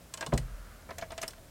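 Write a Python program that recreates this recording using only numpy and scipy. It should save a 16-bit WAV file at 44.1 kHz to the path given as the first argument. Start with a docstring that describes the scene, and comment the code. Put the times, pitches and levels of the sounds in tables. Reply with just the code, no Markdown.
"""A car key goes in and is turned, over a steady hiss. From 0.14 s it slides into the ignition lock,
ticking over the pins and ringing the housing; the small cabin smears each contact over a few ms.
Near 0.33 s it seats with a thump that shakes the steering column. A soft whirr, then a faint low hum,
fill the pause. From 0.89 s the key turns: barrel and switch clack through their detents.
A deep rumble enters near 1 s and stays to the end."""
import sys
import numpy as np
from scipy import signal
from scipy.fft import rfft, irfft
from scipy.io import wavfile
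from scipy.ndimage import uniform_filter1d

SR = 44100
rng = np.random.default_rng(int(sys.argv[2]) if len(sys.argv) > 2 else 0)


def inscribe(sig):
    """Save sig as 16-bit PCM at rate SR to the path in sys.argv[1].

    A 1-D sig is mono; a 2-D sig holds one channel per row.
    Samples are clipped to [-1, 1] before scaling.
    """
    pcm = np.round(np.clip(np.atleast_2d(sig).T, -1, 1) * 32767)
    wavfile.write(sys.argv[1], SR, pcm.astype(np.int16))


N = 66150
T = np.arange(N) / SR

# hiss spectrum: freq_hz, relative_density_db
HISS_SPECTRUM = [(25, -21), (55, -4.5), (90, -8.5), (155, -10.5), (300, -18), (430, -21), (580, -16.5),
                 (820, -24), (1400, -25.5), (3000, -31.5), (8000, -32.5), (14000, -35.5), (16000, -37.5)]
# key going in: start_s, knock_db, knock_cutoff_hz, housing_db, tick_db, tick_cutoff_hz, tick_rise_s
INSERT_CONTACTS = [(.138, -12, 2540, -50, -9.5, 9800, 0.00048),
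                   (.1725, -12.5, 1980, -48.5, -14.5, 9200, 0.0028),
                   (.190, -25.5, 2480, -49, -47, 8900, .002), (.208, -3.5, 2040, -42.5, -8.5, 8660, 0.0025),
                   (.2245, -4, 2900, -33.5, -13.5, 4440, 0.0017), (.2625, 0, 1200, -51, -10, 9500, .0015),
                   (.321, 0, 2020, -48, -34, 3200, .003), (.3265, -5.5, 1310, -56, -12, 3780, 0.0029),
                   (.3352, 13, 760, -44, -11.5, 9250, 0.0043), (.376, -9, 1190, -54, -5.5, 9460, 0.0014)]
# lock housing, key sliding: pitch_hz, level_db, t60_s
INSERT_HOUSING_MODES = [(539, -2, 0.077), (645, 4, 0.058), (926, -0.5, 0.089), (1050, 3, 0.094),
                        (1645, 2, 0.053), (1990, -11, 0.033), (2720, -5, 0.049), (3270, -3, 0.024)]
# key and barrel metal: pitch_hz, level_db, t60_s
KEY_BARREL_MODES = [(2974, -34, 0.058), (3473, -35.5, 0.052), (4178, -33.5, 0.044), (5080, -36, .04),
                    (5630, -37.5, 0.041), (6730, -36, 0.043), (7630, -33, 0.033), (8410, -31.5, 0.031)]
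# springs and small metal parts: start_s, pitch_hz, width_hz, level_db
SPRING_PINGS = [(0.139, 7800, 910, -16), (.2245, 950, 169, -16.5), (.376, 1980, 378, -13),
                (.376, 7850, 900, -28), (0.378, 12400, 4000, -26), (.983, 6340, 350, -21),
                (.983, 7140, 450, -22), (0.982, 1850, 200, -21), (1.2164, 6180, 300, -14.5),
                (1.2786, 5300, 420, -13.5), (1.278, 8650, 900, -17), (1.333, 1450, 590, -26)]
# blows on the steering column: start_s, level_db, contact_s, low_cut_hz
COLUMN_BLOWS = [(0.277, -31.5, 0.0031, 99), (0.3278, -17.5, 0.00091, 87), (.3411, -17.5, .0038, 38),
                (0.4327, -20.5, .0159, 37.4), (0.5238, -22.5, 0.0187, 32), (0.599, -39, 0.03, 31.2)]
# steering column and dashboard: pitch_hz, level_db, t60_s
COLUMN_DASH_MODES = [(42.35, -17.5, 1), (55.4, -9, 0.31), (67.3, -7, 0.17), (121.8, -14.5, 0.4),
                     (140, -6.5, 0.16), (153.8, -6, 0.295), (231, -4, .19), (284, -14, 0.015),
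                     (393, 0.5, 0.04), (495, -1.5, 0.032), (578, 7, 0.03), (644, -2, 0.045),
                     (710, -25, 0.049), (952, 4.5, 0.028)]
# key turning: start_s, knock_db, knock_cutoff_hz, housing_db, tick_db, tick_cutoff_hz, tick_rise_s
TURN_CONTACTS = [(.889, -5, 1550, -43, -29, 4960, 0.0019), (.906, -4, 2000, -38.5, -17, 5950, 0.00067),
                 (.983, -9, 2700, -39, -16, 13800, 0.0012), (1.011, -14.5, 1980, -49, -15.5, 6700, .008),
                 (1.022, -2.5, 2000, -33.5, -19, 6710, 0.002), (1.104, -7, 1330, -39.5, -17, 5660, 0.0097),
                 (1.1185, -7.5, 2160, -37.5, -20, 9800, 0.00034),
                 (1.178, -6.5, 3200, -43, -10.5, 8300, 0.00045),
                 (1.2145, -28, 2220, -40, -15.5, 12900, 0.0015),
                 (1.227, -1, 2540, -57, -13.5, 12600, 0.001),
                 (1.231, -3.5, 2600, -36.5, -11, 10200, 0.00067),
                 (1.279, -11.5, 2000, -51, -15.5, 15100, 0.0017),
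                 (1.3045, -29, 2000, -63, -21, 9400, 0.0028), (1.378, -35, 900, -51, -34, 6250, .003)]
# lock housing, key under torque: pitch_hz, level_db, t60_s
TURN_HOUSING_MODES = [(581, 1.5, 0.046), (669, -3.5, 0.053), (672, 3.5, 0.067), (918, -6.5, 0.064),
                      (1038, -11, 0.09), (1307, -20, 0.077), (1703, -8, 0.059), (2005, -11, 0.062),
                      (2290, -8.5, 0.048)]


def undb(db):
    """Decibels to gain."""
    return 10 ** (np.asarray(db) / 20)


def level(x, rms_db):
    """Scale to an rms level."""
    return x * undb(rms_db) / np.sqrt(np.mean(x ** 2))


def filt(x, hz, kind, order=2):
    """Butterworth filter."""
    sos = signal.butter(order, np.clip(hz, 5, SR * .48), kind, fs=SR, output="sos")
    return signal.sosfilt(sos, x)


def fade(on_s, off_s, ramp_s):
    """Linear ramps centred on on_s and off_s."""
    return np.clip((T - on_s) / ramp_s + .5, 0, 1) * np.clip((off_s - T) / ramp_s + .5, 0, 1)


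def hiss(rms_db=-54):
    """Steady coloured background noise."""
    hz, db = np.array(HISS_SPECTRUM).T
    bins_hz = np.arange(N // 2 + 1) * SR / N
    colour = undb(np.interp(np.log(bins_hz + 1), np.log(hz), db))
    noise = irfft(rfft(rng.standard_normal(N)) * colour, N)
    return level(filt(noise, 40, "high"), rms_db)


def scatter(rise_s, decay_s, tail_db=-21, tail_decay_s=.023, size=8192):
    """One contact as dense cabin reflections with a faint tail; flat spectrum, about unit energy."""
    t = T[:size]
    decay = np.exp(-t / decay_s) + undb(tail_db) * np.exp(-t / tail_decay_s)
    envelope = (1 - np.exp(-t / rise_s)) * decay
    spectrum = rfft(envelope * rng.standard_normal(size), 2 * size)
    smooth_power = uniform_filter1d(abs(spectrum) ** 2, size=160)
    return irfft(spectrum / np.sqrt(smooth_power))[:size]


def ring(modes, rise_s, size):
    """Decaying modes with a short build-up."""
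    t = T[:size]
    partials = sum(undb(db) * np.sin(2 * np.pi * hz * t) * 1000 ** (-t / t60_s)
                   for hz, db, t60_s in modes)
    return (1 - np.exp(-t / rise_s)) * partials


def struck(modes, rise_s, detune=.014, spread_db=4):
    """One ring of a part; mode pitch and strength vary from blow to blow."""
    draws = rng.standard_normal((len(modes), 2))
    varied = [(hz * (1 + detune * pitch_draw), db + spread_db * gain_draw, t60_s)
              for (hz, db, t60_s), (pitch_draw, gain_draw) in zip(modes, draws)]
    return ring(varied, rise_s, size=8192)


def lock_clicks(contacts, housing_modes, tick_decay_s=.003, noise_db=-1.2, edge_db=-10):
    """Each contact gives a dull knock, a bright metal tick and a ring of the lock housing."""
    out = np.zeros(N)
    for start_s, knock_db, knock_cutoff_hz, housing_db, tick_db, tick_cutoff_hz, rise_s in contacts:
        knock = filt(scatter(rise_s=.006, decay_s=.0073), knock_cutoff_hz, "low", order=4)
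        knock = filt(knock, 163, "high", order=1)
        metal = undb(noise_db) * scatter(rise_s, tick_decay_s) + struck(KEY_BARREL_MODES, rise_s=.0018)
        metal = filt(metal, tick_cutoff_hz, "low", order=10)
        # gentle slope leaves some treble above the cutoff
        edge = filt(scatter(rise_s, tick_decay_s), tick_cutoff_hz, "low", order=1)
        tick = filt(metal + undb(edge_db) * edge, 2260, "high")
        housing = struck(housing_modes, rise_s=.0047)
        add(out, start_s, undb(knock_db) * knock + undb(housing_db) * housing + undb(tick_db) * tick)
    return out


def add(out, start_s, x):
    """Mix x in at start_s."""
    i = int(start_s * SR)
    out[i:i + len(x)] += x[:N - i]


def spring_pings():
    """Short, rough chinks: close resonances of small metal parts, as bands of noise."""
    out = np.zeros(N)
    for start_s, pitch_hz, width_hz, level_db in SPRING_PINGS:
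        band_hz = [pitch_hz - width_hz / 2, pitch_hz + width_hz / 2]
        chink = filt(scatter(rise_s=.00037, decay_s=.0049), band_hz, "band", order=1)
        add(out, start_s, undb(level_db) * chink / np.linalg.norm(chink))
    return out


def cabin(x, send_db=-11, t60_s=.23, delay_s=.014, low_cut_hz=243, high_cut_hz=525):
    """Adds the boxy low-mid reverberation of the closed cabin."""
    onset = np.clip(T / delay_s - 1, 0, 1)
    tail = rng.standard_normal(N) * onset * 1000 ** (-T / t60_s)
    tail = filt(tail / np.linalg.norm(tail), low_cut_hz, "high", order=4)
    tail = filt(tail, high_cut_hz, "low")
    return x + undb(send_db) * signal.fftconvolve(x, tail)[:N]


def column_thump():
    """The key hits its stop; the hand's softer push and gentle nudges rock the column."""
    out = np.zeros(N)
    column = ring(COLUMN_DASH_MODES, rise_s=.002, size=N)
    for start_s, level_db, contact_s, low_cut_hz in COLUMN_BLOWS:
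        push = np.sin(np.pi * np.minimum(T[:2048] / contact_s, 1))
        shake = signal.fftconvolve(column, push / push.sum())
        add(out, start_s, undb(level_db) * filt(shake, low_cut_hz, "high"))
    return out


def whirr(centre_hz=1376, width_hz=420, rms_db=-59.5):
    """Soft noise band that swells and fades."""
    band_hz = [centre_hz - width_hz / 2, centre_hz + width_hz / 2]
    noise = filt(rng.standard_normal(N), band_hz, "band", order=1)
    return level(noise, rms_db) * fade(on_s=.33, off_s=.88, ramp_s=.4)


def hum(pitch_hz=81.5, rms_db=-58, waver_depth=.01, waver_hz=6):
    """Faint low tone, slightly wavering in pitch."""
    waver = level(filt(rng.standard_normal(N), waver_hz, "low"), 0)
    phase = 2 * np.pi * np.cumsum(pitch_hz * (1 + waver_depth * waver)) / SR
    return level(np.sin(phase), rms_db) * fade(on_s=.58, off_s=1.26, ramp_s=.08)


def rumble(centre_hz=28.8, rms_db=-56.5):
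    """One octave of deep noise."""
    noise = filt(rng.standard_normal(N), [centre_hz / np.sqrt(2), centre_hz * np.sqrt(2)], "band")
    return level(noise, rms_db) * fade(on_s=1, off_s=np.inf, ramp_s=.13)


def scene():
    """Lock and column in the cabin, over the background; mono."""
    key_in = lock_clicks(INSERT_CONTACTS, INSERT_HOUSING_MODES)
    key_turn = lock_clicks(TURN_CONTACTS, TURN_HOUSING_MODES)
    impacts = key_in + key_turn + spring_pings() + column_thump()
    return (cabin(impacts) + hum() + whirr() + rumble() + hiss())[None]


def record(dry):
    """Steep low-pass at 16.1 kHz."""
    return signal.sosfilt(signal.ellip(10, .1, 80, 16100, fs=SR, output="sos"), dry)


dry = scene()
out = record(dry)
inscribe(out)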